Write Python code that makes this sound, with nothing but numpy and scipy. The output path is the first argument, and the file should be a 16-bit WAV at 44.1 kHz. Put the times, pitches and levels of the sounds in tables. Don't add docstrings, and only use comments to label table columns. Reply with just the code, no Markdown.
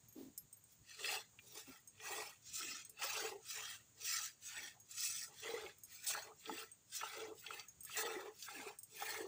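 import sys
import numpy as np
from scipy import signal
from scipy.io import wavfile
from scipy.ndimage import uniform_filter1d, map_coordinates

SR = 44100
rng = np.random.default_rng(int(sys.argv[2]) if len(sys.argv) > 2 else 0)


def pcm_store(signal):
    levels = np.round(np.clip(np.atleast_2d(signal), -1, 1) * 32767)
    wavfile.write(sys.argv[1], SR, levels.astype(np.int16).T)


N = 408807
HZ = np.fft.rfftfreq(4096, 1 / SR)


def amp(db):
    return 10 ** (np.asarray(db) / 20)


def evened(x):
    return x / np.sqrt(np.mean(x ** 2) + 1e-20)


def steadied(x, size=2600):
    power = uniform_filter1d(uniform_filter1d(x ** 2, size), size)
    return x / np.sqrt(power + 1e-20)


def add(mix, s, sound):
    part = mix[max(round(s * SR), 0):][:len(sound)]
    part += sound[:len(part)]


def spectrum(points):
    f, db = np.transpose(points)
    return np.interp(np.log(HZ + 1), np.log(f), db)


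def lift(modes):
    return sum(db / (1 + (2 * (HZ - hz) / width) ** 2) for hz, width, db in modes)


def colour(x, curve_db):
    log_gain = np.log(amp(np.r_[curve_db, curve_db[-2:0:-1]]))
    minimum_phase = np.exp(np.conj(signal.hilbert(log_gain)))
    taps = np.fft.ifft(minimum_phase).real
    return signal.fftconvolve(x, taps[:len(HZ)])[:len(x)]


def resonate(x, hz, width):
    turn = np.exp(2j * np.pi * np.cumsum(hz) / SR)
    r = np.exp(-np.pi * width / SR)
    return 2 * (turn * signal.lfilter([1 - r], [1, -r], x / turn)).real


def wobble(n, per_s):
    knots = rng.standard_normal(4096)
    return np.interp(np.arange(n) * per_s / SR, np.arange(len(knots)), knots)


def strike(t60, rise=0.00071):
    t = np.arange(8000) / SR
    return amp(-60 * t / t60) * (1 - np.exp(-t / rise))


def tone(hz):
    return np.sin(2 * np.pi * hz * np.arange(8000) / SR)


# [dB, relative]
AIR_COLOUR = [(20, -27), (50, -7), (80, 2), (110, 10.5), (160, -0.5), (300, -4.5), (700, -10), (2000, -12),
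              (5800, -13), (6700, 1), (7600, -4.5), (8800, -7), (9400, -23), (16000, -25.5)]


def air(air_db=-71.5, rumble_db=-86):
    hiss = evened(colour(rng.standard_normal(N), spectrum(AIR_COLOUR)))
    low = spectrum([(25, -20), (70, -6.0), (108, -6.5), (150, 0), (400, -15.5), (2000, -88)])
    rumble = evened(colour(rng.standard_normal(N), low))
    drift_db = wobble(N, 4)
    gust_db = 3.5 * wobble(N, 14)
    return hiss * amp(air_db + drift_db) + rumble * amp(rumble_db + gust_db)


# start_s [s], length_s [s], level_db [dB rms before the swell]
BUMP_TIMES = [(0, 0.13, -70.5), (0.17, 0.21, -73), (0.399, 0.076, -67), (0.79, 0.06, -68.5),
              (1.66, 0.08, -69), (2.456, 0.14, -69), (5.591, 0.14, -72), (7.699, 0.17, -73)]


def bumps():
    out = np.zeros(N)
    bass_colour = spectrum([(25, -24), (65, -2), (130, 2), (250, -14), (1000, -61)])
    for s, length, db in BUMP_TIMES:
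        n = round(length * SR)
        bass = colour(rng.standard_normal(n), bass_colour)
        add(out, s, amp(db) * evened(bass) * signal.windows.hann(n))
    return out


# tick_db [dB], middle_low_db [dB], middle_high_db [dB], small_db [dB]
CLINK_HITS = [(0.086, -51, -65, -61, -84), (0.1265, -51, -67, -64, -80), (0.378, -26, -70, -48, -57),
              (0.5283, -43, -68, -76, -55), (0.5691, -58, -76, -63, -83), (0.6389, -52, -78, -88, -65),
              (1.8756, -41.5, -58, -68, -60), (2.85, -47, -56.5, -77, -56), (2.896, -37.5, -69, -64, -64),
              (4.801, -47, -62, -72, -71), (5.784, -47, -74, -83, -70), (5.836, -38, -57, -57, -61),
              (5.851, -46, -67, -62, -68), (6.2272, -58, -52.5, -76, -66), (6.7166, -51, -64, -85, -55),
              (7.685, -43.5, -53, -70, -81), (7.8071, -44, -62, -73, -53), (7.834, -38, -69, -53, -69),
              (7.8501, -34.5, -61, -57, -53.5), (8.788, -37.5, -71, -66, -50.5),
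              (8.8326, -37.5, -63, -64, -55.5)]
# [s, before the wrist's damping]
BANGLE_MODES = [(0, 5180, 6.5, 0.095), (0, 9760, 6.5, 0.14), (1, 6500, -9, 0.084), (1, 6610, 1.5, 0.095),
                (2, 12700, -15, 0.086), (2, 12830, -1.5, 0.1), (3, 8440, 3, 0.081), (3, 15340, -22, 0.092)]
LARGE_BANGLE_DB = -38


def clinks(tick_trim_db=-9, tick_t60=0.037, ring_trim_db=3, damping=0.24):
    out = np.zeros(N)
    tick_colour = spectrum([(1000, -28), (4000, -23.5), (5500, -11.0), (7500, 2.5), (11000, -5.0), (15000, -13)])
    for s, db, *rings_db in CLINK_HITS:
        hit_db = (db + LARGE_BANGLE_DB, *rings_db)
        envelope = strike(tick_t60, rise=0.00034)
        tick = colour(rng.standard_normal(len(envelope)) * envelope, tick_colour)
        add(out, s - .001, amp(db + tick_trim_db) * tick / abs(tick).max())
        for which, hz, mode_db, t60 in BANGLE_MODES:
            partial = tone(hz * rng.normal(1, 0.0026))
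            ring = partial * strike(t60 * np.exp(damping * rng.standard_normal()))
            add(out, s - .001, amp(hit_db[round(which)] + mode_db + ring_trim_db) * ring)
    return out


# [Hz, 0.3 of the way through]
NUDGE_TIMES = [(0.148, 0.22, -53.5, 286), (1.672, 0.074, -58.5, 294), (2.586, 0.3, -64, 312),
               (4.572, 0.17, -69.5, 305), (6.469, 0.12, -52.5, 300), (8.55, 0.11, -58.5, 277)]


def nudges(width=90, sag=0.4):
    out = np.zeros(N)
    skin_colour = spectrum([(150, -9), (700, -1.0), (1400, -18.0), (4000, -12.5), (8000, -16), (14000, -25)])
    for s, length, db, hz in NUDGE_TIMES:
        u = np.linspace(0, 1, round(length * SR))
        pitch = hz * np.exp(-sag * (u - .3))
        body = resonate(rng.standard_normal(len(u)), pitch, width)
        body = resonate(body, pitch, width * 2)
        skin = colour(rng.standard_normal(len(u)), skin_colour)
        swell = np.sin(np.pi * np.sqrt(u)) ** 2
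        add(out, s, amp(db) * swell * (evened(body) + amp(-12.5) * evened(skin)))
    return out


# pitch_hz [Hz], width_hz [Hz], lift_db [dB]
BUCKET_MODES = [(388, 11.6, 12.5), (437.8, 40.5, 20.5), (568, 18, 9.5), (822.5, 115, 12), (1104, 320, 4.5),
                (1313, 213, 14), (1710, 110, 0.5), (1930, 38, 1), (2630, 380, 9.5), (3380, 370, 6.5),
                (4303, 95, 4), (4300, 150, -0.5), (5960, 290, 3), (7370, 330, 3.5), (7940, 52, 10)]


def bucket_hollow():
    return lift(BUCKET_MODES)


def walls(x, t60=0.042, echo_db=2):
    t = np.arange(4096) / SR
    echoes = rng.standard_normal(len(t)) * amp(-60 * t / t60) * (t > .0005)
    echoes = echoes / np.linalg.norm(echoes)
    return x + amp(echo_db) * signal.fftconvolve(x, echoes)[:len(x)]


def drops(n, per_s, spread_db):
    chance = rng.random(n)
    size = np.minimum(rng.exponential(1, n), 4)
    return (chance < per_s / SR) * amp(spread_db * size) * rng.choice([-1, 1], n)


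def bubble(hz, cycles, rise):
    age = np.arange(3000) / SR * hz / cycles
    swell = 1 - np.exp(-(age * cycles) ** 2 * 2)
    return np.sin(2 * np.pi * cycles * age * (1 + rise * age)) * np.exp(-age) * swell


def bubbling(n, low_hz, high_hz, per_s, cycles, spread_db=2.5, count=20):
    place = (np.arange(count) + rng.random(count)) / count
    out = np.zeros(n)
    for hz in low_hz * (high_hz / low_hz) ** place:
        births = drops(n, per_s / count, spread_db)
        out += signal.fftconvolve(births, bubble(hz, cycles, 0.0213))[:n]
    return out


def small_bubbles(n):
    return colour(bubbling(n, 575.8, 1171, 300, 8.6), bucket_hollow())


PATCH_DB = 3.5


def wandering(x, patch_hz=330, patch_s=0.03977):
    hz, t, z = signal.stft(x, SR, nperseg=512, noverlap=384)
    place = np.meshgrid(hz / patch_hz, t / patch_s, indexing="ij")
    field = map_coordinates(rng.standard_normal((256, 64)), place, order=3, mode="mirror")
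    patches_db = PATCH_DB * np.clip(evened(field), -2.2, 2.2)
    return signal.istft(z * amp(patches_db), SR, nperseg=512, noverlap=384)[1][:len(x)]


OPEN_DB_PER_S, LEAD_DB, ATTACK_S, ARCH_DB = 360, -13.5, 0.061, 2.94
SURGE_DB, SURGE_PER_S = 1.28, 29.8
RELEASE_S, RELEASE_DB, RELEASE_BEND = 0.07, -19, 1.08


def flow(t, lead, squeeze, sag_db):
    emptied = np.clip((t - lead) / squeeze, 0, 1)
    opening = OPEN_DB_PER_S * np.minimum(t, 0)
    thin_jet = LEAD_DB * np.clip((lead - t) / ATTACK_S, 0, 1)
    hold = ARCH_DB * np.sin(np.pi * emptied) - sag_db * emptied
    surge = SURGE_DB * wobble(len(t), SURGE_PER_S)
    release = RELEASE_DB * (np.maximum(t - lead - squeeze, 0) / RELEASE_S) ** RELEASE_BEND
    return opening + thin_jet + hold + surge + release


# start_s [s], thin_lead_s [s], full_squeeze_s [s],
# wall_s [s from the start until the jet finds the milk], flow_sag_db [dB],
# wall_spray_db [dB], milk_spray_db [dB], mist_db [dB tilt of the spray's top treble],
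# splash_db [dB in the foam], small_bubbles_db [dB in the milk], crater_pitch_hz [Hz in the foam]
PULLS = [(0.677, 0.043, 0.033, 0.122, 10, -70, -69.5, 9, -81, -92, 2300),
         (0.895, 0.14, 0.13, 0.2, 4, -49.5, -46.5, 0, -43, -47.5, 2660),
         (1.465, 0.089, 0.066, 0.037, 5.5, -48, -56.5, 2.5, -61.5, -69, 2700),
         (1.64, 0.048, 0.078, 0.01, 1.5, -61, -65, 4, -64, -73, 2140),
         (1.968, 0.087, 0.25, 0.03, 4.5, -66, -54, 2.5, -54.5, -59, 2450),
         (2.473, 0.099, 0.25, 0.1, 9, -43, -49, -5.5, -51.5, -73.5, 2570),
         (2.982, 0.041, 0.27, 0.0016, 7.5, -69, -47.5, 1, -46, -54.5, 2290),
         (3.445, 0.06, 0.25, 0.12, 3.5, -48.5, -54, 0, -53, -72, 2880),
         (4.012, 0.046, 0.21, 0.08, 9, -44, -42, -2, -48.5, -79, 2070),
         (4.438, 0.024, 0.21, 0.057, -3, -51.5, -60, 0.5, -57.5, -75, 2300),
         (4.915, 0.077, 0.24, 0.293, 7.5, -44.5, -41, 0.5, -50, -69, 1300),
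         (5.343, 0.094, 0.26, 0.087, 13, -51.5, -55.5, 0, -49.5, -57.5, 2250),
         (5.915, 0.18, 0.15, 0.23, 13, -45.5, -51, 1.5, -46, -46.5, 1350),
         (6.395, 0.064, 0.16, 0.026, -8, -51, -65, 0, -62, -79, 2320),
         (6.921, 0.056, 0.29, 0.075, 6.5, -45.5, -57, -1, -52.5, -63, 2390),
         (7.399, 0.054, 0.15, 0.019, -3, -43.5, -65.5, 3.5, -59.5, -71, 2310),
         (7.885, 0.063, 0.33, 0.072, 18, -51.5, -52.5, 4.5, -44.5, -50.5, 1440),
         (8.352, 0.077, 0.26, 0.11, -2.5, -53.5, -63, 4.5, -59, -82, 2010),
         (8.933, 0.076, 0.21, 0.03, 4.5, -46, -53, 4, -50, -58.5, 2140)]
# [dB, relative]
SPLASH_COLOUR = [(200, -85), (800, -25.5), (1150, -14), (1800, 4), (2700, -4), (3200, -2), (4500, 5.5),
                 (6500, -20.5), (16000, -34)]
# [dB, relative]
SPRAY_COLOUR = [(500, -64), (2500, -16), (4300, -4), (6000, 1), (7700, -0.5), (9000, -4), (10500, -13),
                (12500, -16), (14000, -19.5), (16000, -17.5)]
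SLIDE_S, WALL_SPLASH_DB, WALL_BUBBLES_DB, WALL_HZ = 0.02, -4.5, -25, 2780
BUBBLE_GROWTH = 1.4
MIST_HZ, MIST_WIDTH_HZ = 7500, 2200


def squirt(start, lead, squeeze, wall_s, sag_db, wall_spray_db, milk_spray_db, mist_db,
           splash_db, bubbles_db, crater_hz):
    t = np.arange(-.07, lead + squeeze + .14, 1 / SR)
    n = len(t)
    flow_db = flow(t, lead, squeeze, sag_db)
    on_wall = .5 - .5 * np.tanh((t - wall_s) / SLIDE_S)
    flutter_db = 2 * wobble(n, 89.28) + 1.2 * wobble(n, 300)
    travel = np.linspace(0, np.pi / 2, n)

    def patter(points, per_s, spread_db, pops):
        hits = evened(drops(n, per_s, spread_db) * amp(flutter_db)) + pops
        echoed = np.cos(travel) * walls(hits) + np.sin(travel) * walls(hits)
        return evened(colour(wandering(echoed), spectrum(points) + bucket_hollow()))

    foam_pops = 0.3 * evened(bubbling(n, 1111.4, 4456, 400, 13.7, spread_db=4.0))
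    splash = patter(SPLASH_COLOUR, 1600, 2.6, foam_pops)
    ring_hz = crater_hz + (WALL_HZ - crater_hz) * on_wall
    crater = evened(resonate(splash, ring_hz, 1230))
    splash = splash + amp(6.5) * crater

    fine_pops = 0.29 * evened(bubbling(n, 4500, 11020, 300, 30, spread_db=2.5))
    spray = patter(SPRAY_COLOUR, 6500, 4.5, fine_pops)
    spray = colour(spray, mist_db * np.clip((HZ - MIST_HZ) / MIST_WIDTH_HZ, 0, 1))

    splash_level = flow_db + splash_db + WALL_SPLASH_DB * on_wall
    spray_level = flow_db + milk_spray_db + (wall_spray_db - milk_spray_db) * on_wall
    bubble_level = BUBBLE_GROWTH * flow_db + bubbles_db + WALL_BUBBLES_DB * on_wall
    layers = ((splash, splash_level), (spray, spray_level), (small_bubbles(n), bubble_level))
    jet = sum(steadied(x) * amp(db) for x, db in layers)
    return start + t[0], jet * signal.windows.tukey(n, .04)


# start_s [s], length_s [s], large_bubbles_db [dB rms], small_bubbles_db [dB rms], both before the heave
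GURGLE_TIMES = [(1.012, 0.16, -59.5, -66), (1.337, 0.015, -90, -80), (1.444, 0.055, -77, -86),
                (1.546, 0.038, -64, -71), (2.01, 0.05, -67.5, -80), (2.112, 0.12, -58, -57),
                (2.903, 0.03, -75, -91), (3.02, 0.03, -67, -56.5), (3.178, 0.18, -50.5, -55.5),
                (3.573, 0.046, -67.5, -61.5), (3.995, 0.035, -69.5, -73), (4.21, 0.021, -95, -69.5),
                (4.744, 0.035, -85, -72.5), (5.097, 0.011, -80, -81), (5.291, 0.046, -73, -70.5),
                (5.455, 0.21, -53.5, -61.5), (6.095, 0.012, -86, -56.5), (6.15, 0.023, -64.5, -68),
                (6.265, 0.051, -65, -63.5), (6.483, 0.15, -61, -69), (7.033, 0.012, -63, -74),
                (7.164, 0.16, -52.5, -62.5), (7.493, 0.076, -64, -71), (7.989, 0.3, -52, -58),
                (8.52, 0.19, -65.5, -60), (8.945, 0.028, -65.5, -76), (9.029, 0.15, -60.5, -73),
                (9.19, 0.09, -49.5, -59)]
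DIG_DB_PER_S, CLOSE_DB_PER_S = 527, 384


def gurgle(start, length, large_db, small_db, heave_db=1.0):
    t = np.arange(-.08, length + .12, 1 / SR)
    n = len(t)
    boom_colour = 0.86 * bucket_hollow() + spectrum([(120, -20.5), (300, -3)])
    deep = colour(bubbling(n, 318.2, 550, 200, 7.2), boom_colour)
    swell_db = DIG_DB_PER_S * np.minimum(t, 0) - CLOSE_DB_PER_S * np.maximum(t - length, 0)
    swell_db = swell_db + heave_db * wobble(n, SURGE_PER_S)
    pocket = amp(large_db) * steadied(deep) + amp(small_db) * steadied(small_bubbles(n))
    return start + t[0], amp(swell_db) * pocket


# level_db [dB peak of the burst before the common trim], pitch_hz [Hz]
SLAP_HITS = [(1.045, -31, 2630), (1.3892, -47, 2400), (2.0007, -48, 2410), (2.54, -41, 6940),
             (3.021, -36.5, 1900), (3.0347, -38.5, 1350), (3.593, -44, 2600), (4.016, -45, 6000),
             (4.568, -41, 3480), (4.6625, -50, 8220), (4.9114, -42.5, 7340), (5.0457, -34, 7600),
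             (5.4477, -54, 1416), (5.6631, -42, 2200), (6.1497, -36, 1445), (6.4578, -39.5, 3300),
             (6.495, -41, 1290), (7.013, -36.5, 1736), (7.0319, -35, 888), (7.4646, -37.5, 3350),
             (7.5061, -37.5, 1348), (7.596, -39, 4590), (7.896, -49.5, 1365), (7.97, -30.5, 7160),
             (8.4248, -39.5, 4620), (8.4848, -41, 1300), (9.0235, -42, 1280), (9.1443, -36.5, 1710)]


def slaps(t60=0.036, breadth=0.54, trim_db=-1, ping_t60=0.093, ping_db=-8):
    out = np.zeros(N)
    soft_milk = spectrum([(7500, -7.5), (11000, -5.5), (15000, -28)]) + bucket_hollow()
    for s, db, hz in SLAP_HITS:
        octaves = np.log2((HZ + 1) / hz)
        band_db = -10 * np.log10(1 + (octaves / breadth) ** 6)
        envelope = strike(t60)
        spatter = rng.standard_normal(len(envelope)) * envelope
        burst = colour(spatter, np.maximum(band_db, -60) + soft_milk)
        ping = amp(ping_db) * tone(hz) * strike(ping_t60)
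        add(out, s - .001, amp(db + trim_db) * (burst / abs(burst).max() + ping))
    return out


# start_s [s], length_s [s], level_db [dB rms before the taper]
SPURT_TIMES = [(2.528, 0.081, -49), (3.029, 0.029, -48), (5.014, 0.08, -45), (6.058, 0.058, -40.5),
               (6.946, 0.033, -46), (7.963, 0.075, -45)]


def spurts(mist_db=3, taper=0.56):
    out = np.zeros(N)
    bright = spectrum(SPRAY_COLOUR) + bucket_hollow() + mist_db * (HZ > MIST_HZ)
    for s, length, db in SPURT_TIMES:
        n = round(length * SR)
        hiss = colour(walls(drops(n, 9000, 3.5)), bright)
        add(out, s, amp(db) * evened(hiss) * signal.windows.tukey(n, taper))
    return out


# start_s [s], level_db [dB before decay and the common trim], pitch_hz [Hz at birth]
PLOP_TIMES = [(3.044, -42.5, 530), (3.244, -47, 390), (5.491, -38, 450), (5.538, -33, 460),
              (6.495, -35.5, 825), (6.514, -42, 324), (7.305, -54, 419), (8.052, -34, 446),
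              (8.164, -38, 366), (8.665, -42, 390), (9.022, -33, 792)]


def plops(cycles=6.9, trim_db=-2):
    out = np.zeros(N)
    for s, db, hz in PLOP_TIMES:
        add(out, s, amp(db + trim_db) * bubble(hz, cycles, 0.015))
    return out


def scene():
    milk = slaps() + spurts() + plops()
    for row in PULLS:
        add(milk, *squirt(*row))
    for row in GURGLE_TIMES:
        add(milk, *gurgle(*row))
    return (milk + nudges() + clinks() + bumps() + air())[None]


EDGE_HZ = 15700


def record(dry):
    heard = colour(dry[0], lift([(14670, 880, 14.7), (15210, 240, 20.2)]))
    low_pass = signal.firwin(511, EDGE_HZ, window=("kaiser", 9), fs=SR)
    return signal.oaconvolve(heard, low_pass, "same")[None]


dry = scene()
out = record(dry)
pcm_store(out)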